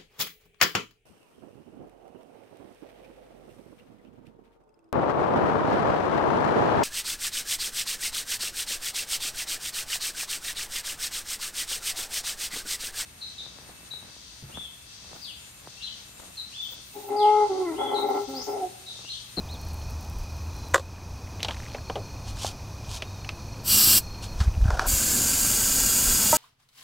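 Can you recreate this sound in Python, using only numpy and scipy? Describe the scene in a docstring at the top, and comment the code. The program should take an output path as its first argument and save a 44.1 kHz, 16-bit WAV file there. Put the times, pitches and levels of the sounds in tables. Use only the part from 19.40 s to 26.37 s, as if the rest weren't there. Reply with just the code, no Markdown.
"""A distant engine drones, crickets trill and a bird chirps once, in a light breeze.
The cowling of a light aircraft parked on grass clunks, knocks and clicks as contacts excite its modes;
feet shuffle and handling thumps the microphone. An aerosol can then sprays into the engine intake, one
short burst and one long: turbulent jet noise, coloured by duct resonances and comb-filtered by echoes.
A hollow bonk on a duct comes at the end."""
import sys
import numpy as np
from scipy import signal
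from scipy.fft import rfft, irfft, next_fast_len
from scipy.io import wavfile
from scipy.ndimage import uniform_filter1d, map_coordinates

SR = 44100
rng = np.random.default_rng(int(sys.argv[2]) if len(sys.argv) > 2 else 0)


def digitize_waveform(pressure):
    """Quantize a signal to 16-bit integers and store it at the path in sys.argv[1].

    Rows of a 2-D input are taken as channels; values are limited to [-1, 1].
    """
    field = np.atleast_2d(pressure).T
    bounded = np.clip(field, -1, 1)
    quanta = np.round(bounded * 32767).astype(np.int16)
    wavfile.write(sys.argv[1], SR, quanta)


N = 307377

# Noise spectra: f/Hz, relative spectral level/dB
AIR_SPECTRUM = [(20, -13.5), (45, -16), (65, -3.5), (110, -8), (150, -14.5), (270, -20), (420, -25),
                (950, -23.5), (1500, -34), (2100, -39.5), (3000, -40.5), (7500, -43.5), (10000, -47),
                (16000, -49)]
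CHORUS_SPECTRUM = [(3000, -19.5), (4300, -6), (5200, -6), (6100, -2), (7000, -15), (8500, -34)]
GRASS_SPECTRUM = [(300, -21), (900, -2), (1900, -16), (3100, -2), (6000, -2.5), (9000, -9.5), (15000, -24)]
RUB_SPECTRUM = [(150, -17), (400, -3), (780, 7), (1050, -3), (1550, 2), (2050, -18), (6000, -14.5),
                (14000, -35)]
SHORT_JET_SPECTRUM = [(60, -19), (200, -3), (600, -20), (1400, -14), (2100, -20), (2900, -8), (3700, -10),
                      (4600, -2.5), (5600, -3), (6700, -11), (7700, 2), (9300, -9), (11500, -2),
                      (14300, -2.5), (15800, -6)]
LONG_JET_SPECTRUM = [(60, -12.5), (200, -0.5), (450, -12), (1000, -13.5), (1600, -10.5), (1950, -18),
                     (2700, -14.5), (3700, -14), (4800, -7.5), (5600, -11), (6900, 2), (8300, -1.5),
                     (9400, -8), (12000, -6), (15800, -10)]
# Low swells on the microphone, broad breeze gusts and three brief, faint thumps:
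# t/s, level/dB, half-width/s
LOW_SWELLS = [(.4, -45, .15), (.8, -32, .04), (2.952, -38, .04), (4.6, -41, .2), (5.296, -28, 0.28),
              (6.15, -42.5, 0.35), (6.718, -33.5, .07)]
# Partials of the distant exhaust: multiple of the firing rate, relative level/dB
EXHAUST_ORDERS = [(2 / 3, -10), (1, 0), (4 / 3, -14), (2, -18)]
# Trills of the higher crickets: start/s, end/s, f/Hz, level/dB
HIGH_TRILLS = [(.08, .55, 4300, -55.5), (.85, 1.32, 4240, -62), (1.1, 1.35, 4030, -57.5),
               (2.25, 3, 4300, -56.5), (3.45, 3.87, 3760, -59.5), (3.62, 4.4, 4300, -58.5),
               (4.5, 5.003, 4280, -51.5)]
# Feet brushing grass: t/s, level/dB, rise/s, fall/s
FOOT_SWISHES = [(2.1, -52, 0.078, 0.25), (2.89, -44.5, 0.028, 0.034), (3.05, -34.5, 0.06, 0.05),
                (3.565, -38, 0.07, 0.02), (4.835, -40, 0.013, 0.033), (5.015, -41.5, 0.032, 0.037)]
# Feet shuffling in dry stalks: start/s, end/s, snap rate/(1/s), level/dB
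FOOT_SHUFFLES = [(1.96, 2.4, 220, -35.5), (5.02, 5.47, 40, -36)]
# Bumps on the microphone: t/s, nominal level/dB, f/Hz
MIC_BUMPS = [(5.014, -11.5, 68), (5.08, -9.5, 60), (5.18, -15.5, 67.4), (5.228, -11, 47.7),
             (5.258, -12, 92), (5.29, -13, 73), (5.337, -16.5, 49.5), (5.491, -17.5, 40.5),
             (5.54, -18.5, 67.7)]
# Handling contacts: t/s, body level/dB, body f/Hz, click level/dB, click f/Hz, T60 of the force/s
SMALL_CONTACTS = [(2.004, -47, 600, -40, 3000, .018), (2.03, -42, 600, -26.5, 3870, .027),
                  (2.047, -32, 750, -29.5, 3500, .076), (2.084, -32, 900, -30, 3020, 0.072),
                  (2.109, -37.5, 990, -35.5, 3200, .07), (2.346, -32.5, 614, -39, 2500, 0.11),
                  (2.498, -28.5, 650, -39, 2760, 0.059), (2.556, -29.5, 554, -38, 3144, .15),
                  (3.046, -27.5, 775, -42, 5510, 0.018), (3.622, -37, 540, -32, 2750, .045),
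                  (3.846, -52, 600, -42.5, 2570, .034), (3.891, -39.5, 1300, -31.5, 2600, .05),
                  (5.003, -35.5, 1400, -36.5, 4500, .19), (5.304, -27, 830, -40.5, 5060, 0.034),
                  (5.394, -20.5, 1350, -32.5, 5160, .022)]
# Modes of the cowling: f/Hz, bandwidth/Hz, relative level/dB
COWLING_MODES = [(348, 79, 1.5), (533, 44, 11.5), (750, 74, -4), (900, 79, -5.5), (1094, 36, 10),
                 (1244, 69, -1), (1436, 230, -1.5), (1636, 154, 1), (1920, 150, -2)]
# Contacts of the cowling, counted from its first full blow: t/s
CONTACT_LAGS = [0, .004, .013, .018, .036, .053]
# Modes of the struck duct: f/Hz, relative level/dB, T60/s
BONK_MODES = [(311, -31.5, .12), (615, -16, 0.1), (922, -14, .1), (1290, -26, 0.17), (1620, -37, 0.1),
              (1990, -36, 0.12)]
# Air resonances of the intake: f/Hz, bandwidth/Hz, relative level/dB
INTAKE_MODES = [(1690, 86, -14), (2390, 170, -0.5), (2807, 126, 3), (3300, 120, -2.5), (4580, 260, -1.5),
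                (4980, 130, -5), (5450, 150, -7), (6000, 160, -10), (8200, 170, -10)]
# Further echo paths round the intake: multiple of the wall's delay, gain/dB
ECHO_PATHS = [(2.45, -20.5), (3.5, -14), (7.7, -13.5)]
# Valve presses: start/s, stop/s, opening time/s, level/dB, swell/(dB/s), spit/dB, wall echo delay/ms
VALVE_PRESSES = [(4.228, 4.583, 0.12, -15.7, 2, -1, .682), (5.456, 7.1, .034, -23.2, 1.8, 7, .515)]

BREEZE_DB = -50.5
CRACKLE_DB, CRACKLE_DB_PER_S, CRACKLE_END_S = -57, -4.5, 1.45
SLOW_HZ, FAST_HZ, REV_S, REV_LENGTH_S = 77.5, 100.9, .7, 1.8  # the engine's firing rate rises once
SLOW_DB, FAST_DB, ENGINE_END_S, ENGINE_FADE_S = -37.5, -43, 6.55, 2.2
LOW_TRILL_DB, LOW_TRILL_HZ, CHORUS_DB = -57.5, 2478, -52.5
LOW_STROKES_PER_S, HIGH_STROKES_PER_S, TRILL_EDGE_S = 36.7, 28, .08
CHIRP_S, CHIRP_LENGTH_S, CHIRP_HZ, CHIRP_ARCH_HZ, CHIRP_DB = .082, .085, 3150, 1050, -43
IDLE_SNAPS_PER_S, IDLE_SNAP_DB = 3, -38
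SCRAPE_S, SCRAPE_END_S, SCRAPE_DB, SCRAPE_DB_PER_S, SCRAPE_EDGE_S = 5.228, 5.485, -41, 48, .028
CLUNK_S, CLUNK_DB, CLUNK_HZ, CRACK_DB = 1.3432, -11.5, 1500, -22.5
TOUCH_LEAD_S, TOUCH_DB = .005, -18.5  # a light touch just before the blow
LOSS_DB_PER_S, CRACK_LOSS_DB, DULLING = 430, 4, .85  # each rebound is weaker and duller
BONK_S = 6.927
BAY_T60_S, BAY_DB = .03, -13
CLOSE_S, DRIBBLE_DB, DRIBBLE_S = .0083, -23, .028  # the valve shuts fast, then the nozzle empties
SPIT_S, MIST_DB, MIST_DB_PER_S = .053, -.5, .7  # the top hiss spits, then grows as the mist gets finer
BACK_OFF_MS, BACK_OFF_S = .0657, .45  # the hand eases back, so the wall's echo comes later
TREMOR_MS, WAVER_DB = .007, .6  # the hand trembles: the echo and the top hiss waver
RUSH_S, RUSH_WIDTH_S, RUSH_DB, RUSH_HZ = 5.77, .077, -35, 227


def amp(db):
    """Amplitude ratio of a level in decibels."""
    return 10 ** (np.asarray(db) / 20)


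def unit(x):
    """Scale to rms 1."""
    return x / np.sqrt(np.mean(x ** 2) + 1e-20)


def onset_unit(x):
    """Scale an impact to rms 1 over its first 10 ms."""
    return x / np.std(x[:SR // 100])


def clock():
    """The time of every sample."""
    return np.arange(N) / SR


def ramp(start, length):
    """A raised-cosine step from 0 to 1."""
    progress = np.clip((clock() - start) / length, 0, 1)
    return np.sin(np.pi / 2 * progress) ** 2


def span(start, end, edge):
    """A gate with soft edges."""
    return ramp(start, edge) * (1 - ramp(end - edge, edge))


def swell(s, width):
    """A Gaussian envelope centred on s seconds."""
    return np.exp(-((clock() - s) / width) ** 2)


def wobble(rate):
    """A smooth random curve, rate knots a second."""
    return map_coordinates(rng.standard_normal(int(N * rate / SR) + 4), [clock() * rate])


def phase_of(hz):
    """Phase in radians, the integral of frequency."""
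    return 2 * np.pi * np.cumsum(hz) / SR


def filtered(x, response):
    """Multiply the spectrum of x by a frequency response."""
    n = x.shape[-1]
    padded = next_fast_len(n + 8192)
    return irfft(rfft(x, padded) * response(np.fft.rfftfreq(padded, 1 / SR)), padded)[..., :n]


def noise(spectrum):
    """Noise of rms 1 coloured by (f/Hz, level/dB) points."""
    f, db = np.transpose(spectrum)
    colour = lambda hz: amp(np.interp(np.log(hz + 1), np.log(f), db))
    return unit(filtered(rng.standard_normal(N), colour))


def resonance(hz, centre, width):
    """Band-pass response of a damped oscillator."""
    return 1j * hz * width / (centre ** 2 - hz ** 2 + 1j * hz * width)


def add(track, s, sound):
    """Mix a short sound in at s seconds."""
    part = track[round(s * SR):][:len(sound)]
    part += sound[:len(part)]


def air():
    """Broadband outdoor murmur, with low pressure fluctuations: a gusting breeze and faint thumps."""
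    strength = amp(BREEZE_DB) + sum(amp(db) * swell(s, width) for s, db, width in LOW_SWELLS)
    rumble = noise([(20, -4.5), (45, 3), (120, -29), (400, -57)]) * amp(2.8 * wobble(9)) * strength
    murmur = amp(-39.5 + .71 * wobble(3.19)) * noise(AIR_SPECTRUM)
    return murmur + rumble


def crackle():
    """Sparse random impulses over a thin high fizz, decaying exponentially."""
    ticks = (rng.random(N) < 45 / SR) * rng.standard_normal(N)
    fizz = unit(ticks) + .75 * rng.standard_normal(N)
    envelope = amp(CRACKLE_DB + CRACKLE_DB_PER_S * clock()) * (1 - ramp(CRACKLE_END_S - .2, .2))
    return envelope * unit(filtered(fizz, lambda hz: resonance(hz, 12000, 14000)))


def engine():
    """Attenuation with distance leaves only the lowest exhaust orders, which waver on the way."""
    rev = ramp(REV_S, REV_LENGTH_S)
    firing_hz = (SLOW_HZ + (FAST_HZ - SLOW_HZ) * rev) * (1 + .024 * wobble(21.99))
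    phase = phase_of(firing_hz)
    drone = sum(amp(db + 3.7 * wobble(16)) * np.sin(order * phase) for order, db in EXHAUST_ORDERS)
    fade = 1 - ramp(ENGINE_END_S - ENGINE_FADE_S, ENGINE_FADE_S)
    return amp(SLOW_DB + (FAST_DB - SLOW_DB) * rev) * fade * unit(drone)


def trill(hz, strokes_per_s, slide_hz, blur_hz, uneven_db):
    """Stridulation: each wing stroke is a tone that swells and slides down in pitch."""
    stroke = phase_of(strokes_per_s * (1 + .012 * wobble(2))) / (2 * np.pi) % 1
    tone = np.sin(phase_of(hz - slide_hz * (stroke - .5) + blur_hz * wobble(400)))
    return unit(np.sin(np.pi * stroke) * tone * amp(uneven_db * wobble(30)))


def crickets():
    """Independent sources add: one constant low trill, higher ones in turns, and a far chorus."""
    low = trill(LOW_TRILL_HZ, LOW_STROKES_PER_S, slide_hz=190, blur_hz=50, uneven_db=1.3)
    track = amp(LOW_TRILL_DB) * low
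    for start, end, hz, db in HIGH_TRILLS:
        high = trill(hz, HIGH_STROKES_PER_S, slide_hz=50, blur_hz=40, uneven_db=1.5)
        track += amp(db) * span(start, end, TRILL_EDGE_S) * high
    flutter = amp(.9 * wobble(40))
    return track + amp(CHORUS_DB) * flutter * noise(CHORUS_SPECTRUM)


def bird():
    """Frequency modulation: one rough note rises and falls, loudest at the top of its arch."""
    arch = np.sin(np.pi * np.clip((clock() - CHIRP_S) / CHIRP_LENGTH_S, 0, 1))
    hz = CHIRP_HZ + CHIRP_ARCH_HZ * arch + 170 * wobble(700)
    return amp(CHIRP_DB) * np.sqrt(abs(arch)) * np.sin(phase_of(hz))


def swishes():
    """Friction of feet on grass gives grainy noise that swells and falls."""
    t = clock()
    envelope = sum(amp(db) * swell(s, np.where(t < s, rise, fall)) for s, db, rise, fall in FOOT_SWISHES)
    return envelope * unit(noise(GRASS_SPECTRUM) * amp(2 * wobble(400) + .7 * wobble(70)))


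def stalks():
    """A Poisson process of snaps, each a damped sinusoid; the rate rises when feet shuffle."""
    track, t = np.zeros(N), np.arange(SR // 50) / SR
    for start, end, rate, db in FOOT_SHUFFLES + [(0, N / SR, IDLE_SNAPS_PER_S, IDLE_SNAP_DB)]:
        moments = np.flatnonzero(rng.random(N) < rate / SR * span(start, end, .05))
        for i, (pitch, size) in zip(moments, rng.standard_normal((len(moments), 2))):
            hz = 3100 * np.exp(.38 * pitch)
            add(track, i / SR, amp(db + 2.3 * size) * np.sin(2 * np.pi * hz * t) * np.exp(-t * hz / 2))
    return track


def thumps():
    """Structure-borne sound: a bump sways the microphone a cycle or two, with a sharper central dent."""
    track = np.zeros(N)
    for s, db, hz in MIC_BUMPS:
        cycles = (clock() - s) * hz
        sway = np.cos(2 * np.pi * cycles) * np.exp(-(cycles / .79) ** 2)
        dent = .38 * np.cos(2 * np.pi * 1.93 * cycles) * np.exp(-(cycles / .28) ** 2)
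        track -= amp(db - 2) * (sway + dent)
    return track


def scrape():
    """Sliding friction: dull, uneven noise grows as the can is brought into place."""
    rub = unit(noise(RUB_SPECTRUM) * amp(2.1 * wobble(150)))
    elapsed = np.clip(clock(), SCRAPE_S, SCRAPE_END_S) - SCRAPE_S
    return rub * amp(SCRAPE_DB + SCRAPE_DB_PER_S * elapsed) * span(SCRAPE_S, SCRAPE_END_S, SCRAPE_EDGE_S)


def struck_mode(force, centre, width_ratio, cutoff_ratio):
    """Forced response of one mode, with a second-order treble roll-off."""
    rolloff = lambda hz: (1 + 1j * hz / (cutoff_ratio * centre)) ** 2
    return onset_unit(filtered(force, lambda hz: resonance(hz, centre, width_ratio * centre) / rolloff(hz)))


def knocks():
    """Impact excitation: each small contact drives a dull body mode and a high click mode."""
    track, t = np.zeros(N), np.arange(SR // 6) / SR
    for s, body_db, body_hz, click_db, click_hz, t60 in SMALL_CONTACTS:
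        chatter = rng.standard_normal((2, len(t)))
        force = chatter[0] * amp(-60 * t / t60) + .83 * (t == 0)
        body = struck_mode(force, body_hz, width_ratio=.5, cutoff_ratio=1.52)
        snap = chatter[1] * (amp(-60 * t / (.4 * t60)) + amp(-13.5 - 60 * t / .084))
        click = struck_mode(snap, click_hz, width_ratio=.26, cutoff_ratio=2.3)
        add(track, s, amp(body_db) * body + amp(click_db) * click)
    return track


def cowling_response(hz):
    """Modal superposition: the panel's modes add with alternating sign."""
    return sum((-1) ** k * amp(db) * resonance(hz, centre, width)
               for k, (centre, width, db) in enumerate(COWLING_MODES))


def clunk():
    """Inelastic rebounds: the cowling rattles shut, each contact ringing it with a bright crack."""
    track, t = np.zeros(N), np.arange(SR // 6) / SR
    touch = (CLUNK_S - TOUCH_LEAD_S, CLUNK_DB + TOUCH_DB, CLUNK_HZ, CRACK_DB + TOUCH_DB)
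    blows = [(CLUNK_S + lag, CLUNK_DB - LOSS_DB_PER_S * lag, CLUNK_HZ * DULLING ** k,
              CRACK_DB - CRACK_LOSS_DB * k) for k, lag in enumerate(CONTACT_LAGS)]
    for s, db, bright_hz, crack_db in [touch] + blows:
        chatter = rng.standard_normal((2, len(t)))
        force = (t == 0) + .022 * chatter[0] * amp(-60 * t / .04)
        body = filtered(force, lambda hz: cowling_response(hz) * resonance(hz, bright_hz, .98 * bright_hz))
        snap = chatter[1] * (amp(-60 * t / .012) + amp(-14 - 60 * t / .12))
        crack = filtered(snap, lambda hz: resonance(hz, 3640, 1400) - resonance(hz, 7500, 1060)
                         + .2 * resonance(hz, 10500, 4000))
        add(track, s, amp(db) * onset_unit(body) + amp(crack_db) * onset_unit(crack))
    return track


def bonk():
    """Free vibration: a soft blow leaves a hollow duct ringing in nearly harmonic modes."""
    track, t = np.zeros(N), np.arange(SR // 4) / SR
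    ring = sum(amp(db - 60 * t / t60) * np.sin(2 * np.pi * hz * t) for hz, db, t60 in BONK_MODES)
    attack = 1 - np.exp(-t / .0015)
    add(track, BONK_S, 1.47 * ring * attack)
    return track


def engine_bay(x):
    """Reverberation: scattering off the nearby metal adds a short, dense tail."""
    t = np.arange(SR // 25) / SR
    tail = rng.standard_normal(len(t)) * amp(-60 * t / BAY_T60_S) * (t > .003)
    return x + amp(BAY_DB) * signal.fftconvolve(x, tail / np.linalg.norm(tail))[:N]


def intake_echoes(jet, treble, delay_ms):
    """Comb filtering: the jet interferes with its reflections; longer delays lower the notches."""
    delay = delay_ms * SR / 1000
    delayed = lambda x, lag: map_coordinates(x, [np.arange(N) - lag])
    heard = jet + delayed(.1 * jet + .28 * treble, delay)  # a small wall mirrors mostly short waves
    for multiple, db in ECHO_PATHS:
        heard += amp(db) * delayed(jet, multiple * delay * (1 + .012 * wobble(4)))
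    return heard


def burst(press, spectrum, sputter_db, duct_gain):
    """Jet noise: turbulence, gated by the valve, excites the air resonances of the intake."""
    start, stop, opening, level_db, swell_db, spit_db, echo_ms = press
    held, shut = np.maximum(clock() - start, 0), np.maximum(clock() - stop, 0)
    closing = np.maximum(np.exp(-shut / CLOSE_S), amp(DRIBBLE_DB) * np.exp(-shut / DRIBBLE_S))
    flow = ramp(start, opening) * closing
    modes = lambda hz: sum(amp(db) * resonance(hz, centre, width) for centre, width, db in INTAKE_MODES)
    jet = filtered(noise(spectrum), lambda hz: 1 + duct_gain * modes(hz))
    jet *= amp(sputter_db * wobble(350))
    treble = filtered(jet, lambda hz: np.interp(hz, [8000, 10000], [0, 1]))
    delay_ms = echo_ms + BACK_OFF_MS * (1 - np.exp(-held / BACK_OFF_S)) + TREMOR_MS * wobble(7)
    combed = intake_echoes(jet, treble, delay_ms)
    mist_db = MIST_DB + MIST_DB_PER_S * held + spit_db * np.exp(-held / SPIT_S) + WAVER_DB * wobble(8)
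    hiss = (combed + treble * (amp(mist_db) - 1)) / np.std(combed)
    return hiss * amp(level_db + swell_db * held) * flow


def spray():
    """Two bursts of jet noise, and a brief low rush of turbulence as the jet catches the intake's lip."""
    short, long = VALVE_PRESSES
    rush = unit(filtered(rng.standard_normal(N), lambda hz: resonance(hz, RUSH_HZ, .73 * RUSH_HZ) ** 2))
    jets = burst(short, SHORT_JET_SPECTRUM, sputter_db=.7, duct_gain=.4)
    jets += burst(long, LONG_JET_SPECTRUM, sputter_db=.78, duct_gain=1.1)
    return engine_bay(jets) + amp(RUSH_DB) * swell(RUSH_S, RUSH_WIDTH_S) * rush


def scene():
    """Linear superposition: all the pressures add at one microphone."""
    handling = clunk() + knocks() + scrape() + bonk() + thumps()
    outdoors = engine() + crickets() + bird() + air() + crackle()
    mono = spray() + handling + outdoors + swishes() + stalks()
    return np.array([mono, mono])


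def record(dry):
    """Automatic gain control: the gain dips after a loud peak and creeps back; a low-pass follows."""
    threshold, recovery_db_per_s, top_hz, edge_hz = .7, 5, 16000, 400
    excess_db = np.maximum(0, 20 * np.log10(abs(dry).max(axis=0) / threshold + 1e-9))
    recovery_db = recovery_db_per_s * clock()
    held_db = np.maximum.accumulate(excess_db + recovery_db) - recovery_db
    ducked = dry * amp(-uniform_filter1d(held_db, size=200))
    return filtered(ducked, lambda hz: np.clip((top_hz - hz) / edge_hz, 0, 1))


dry = scene()
out = record(dry)
digitize_waveform(out)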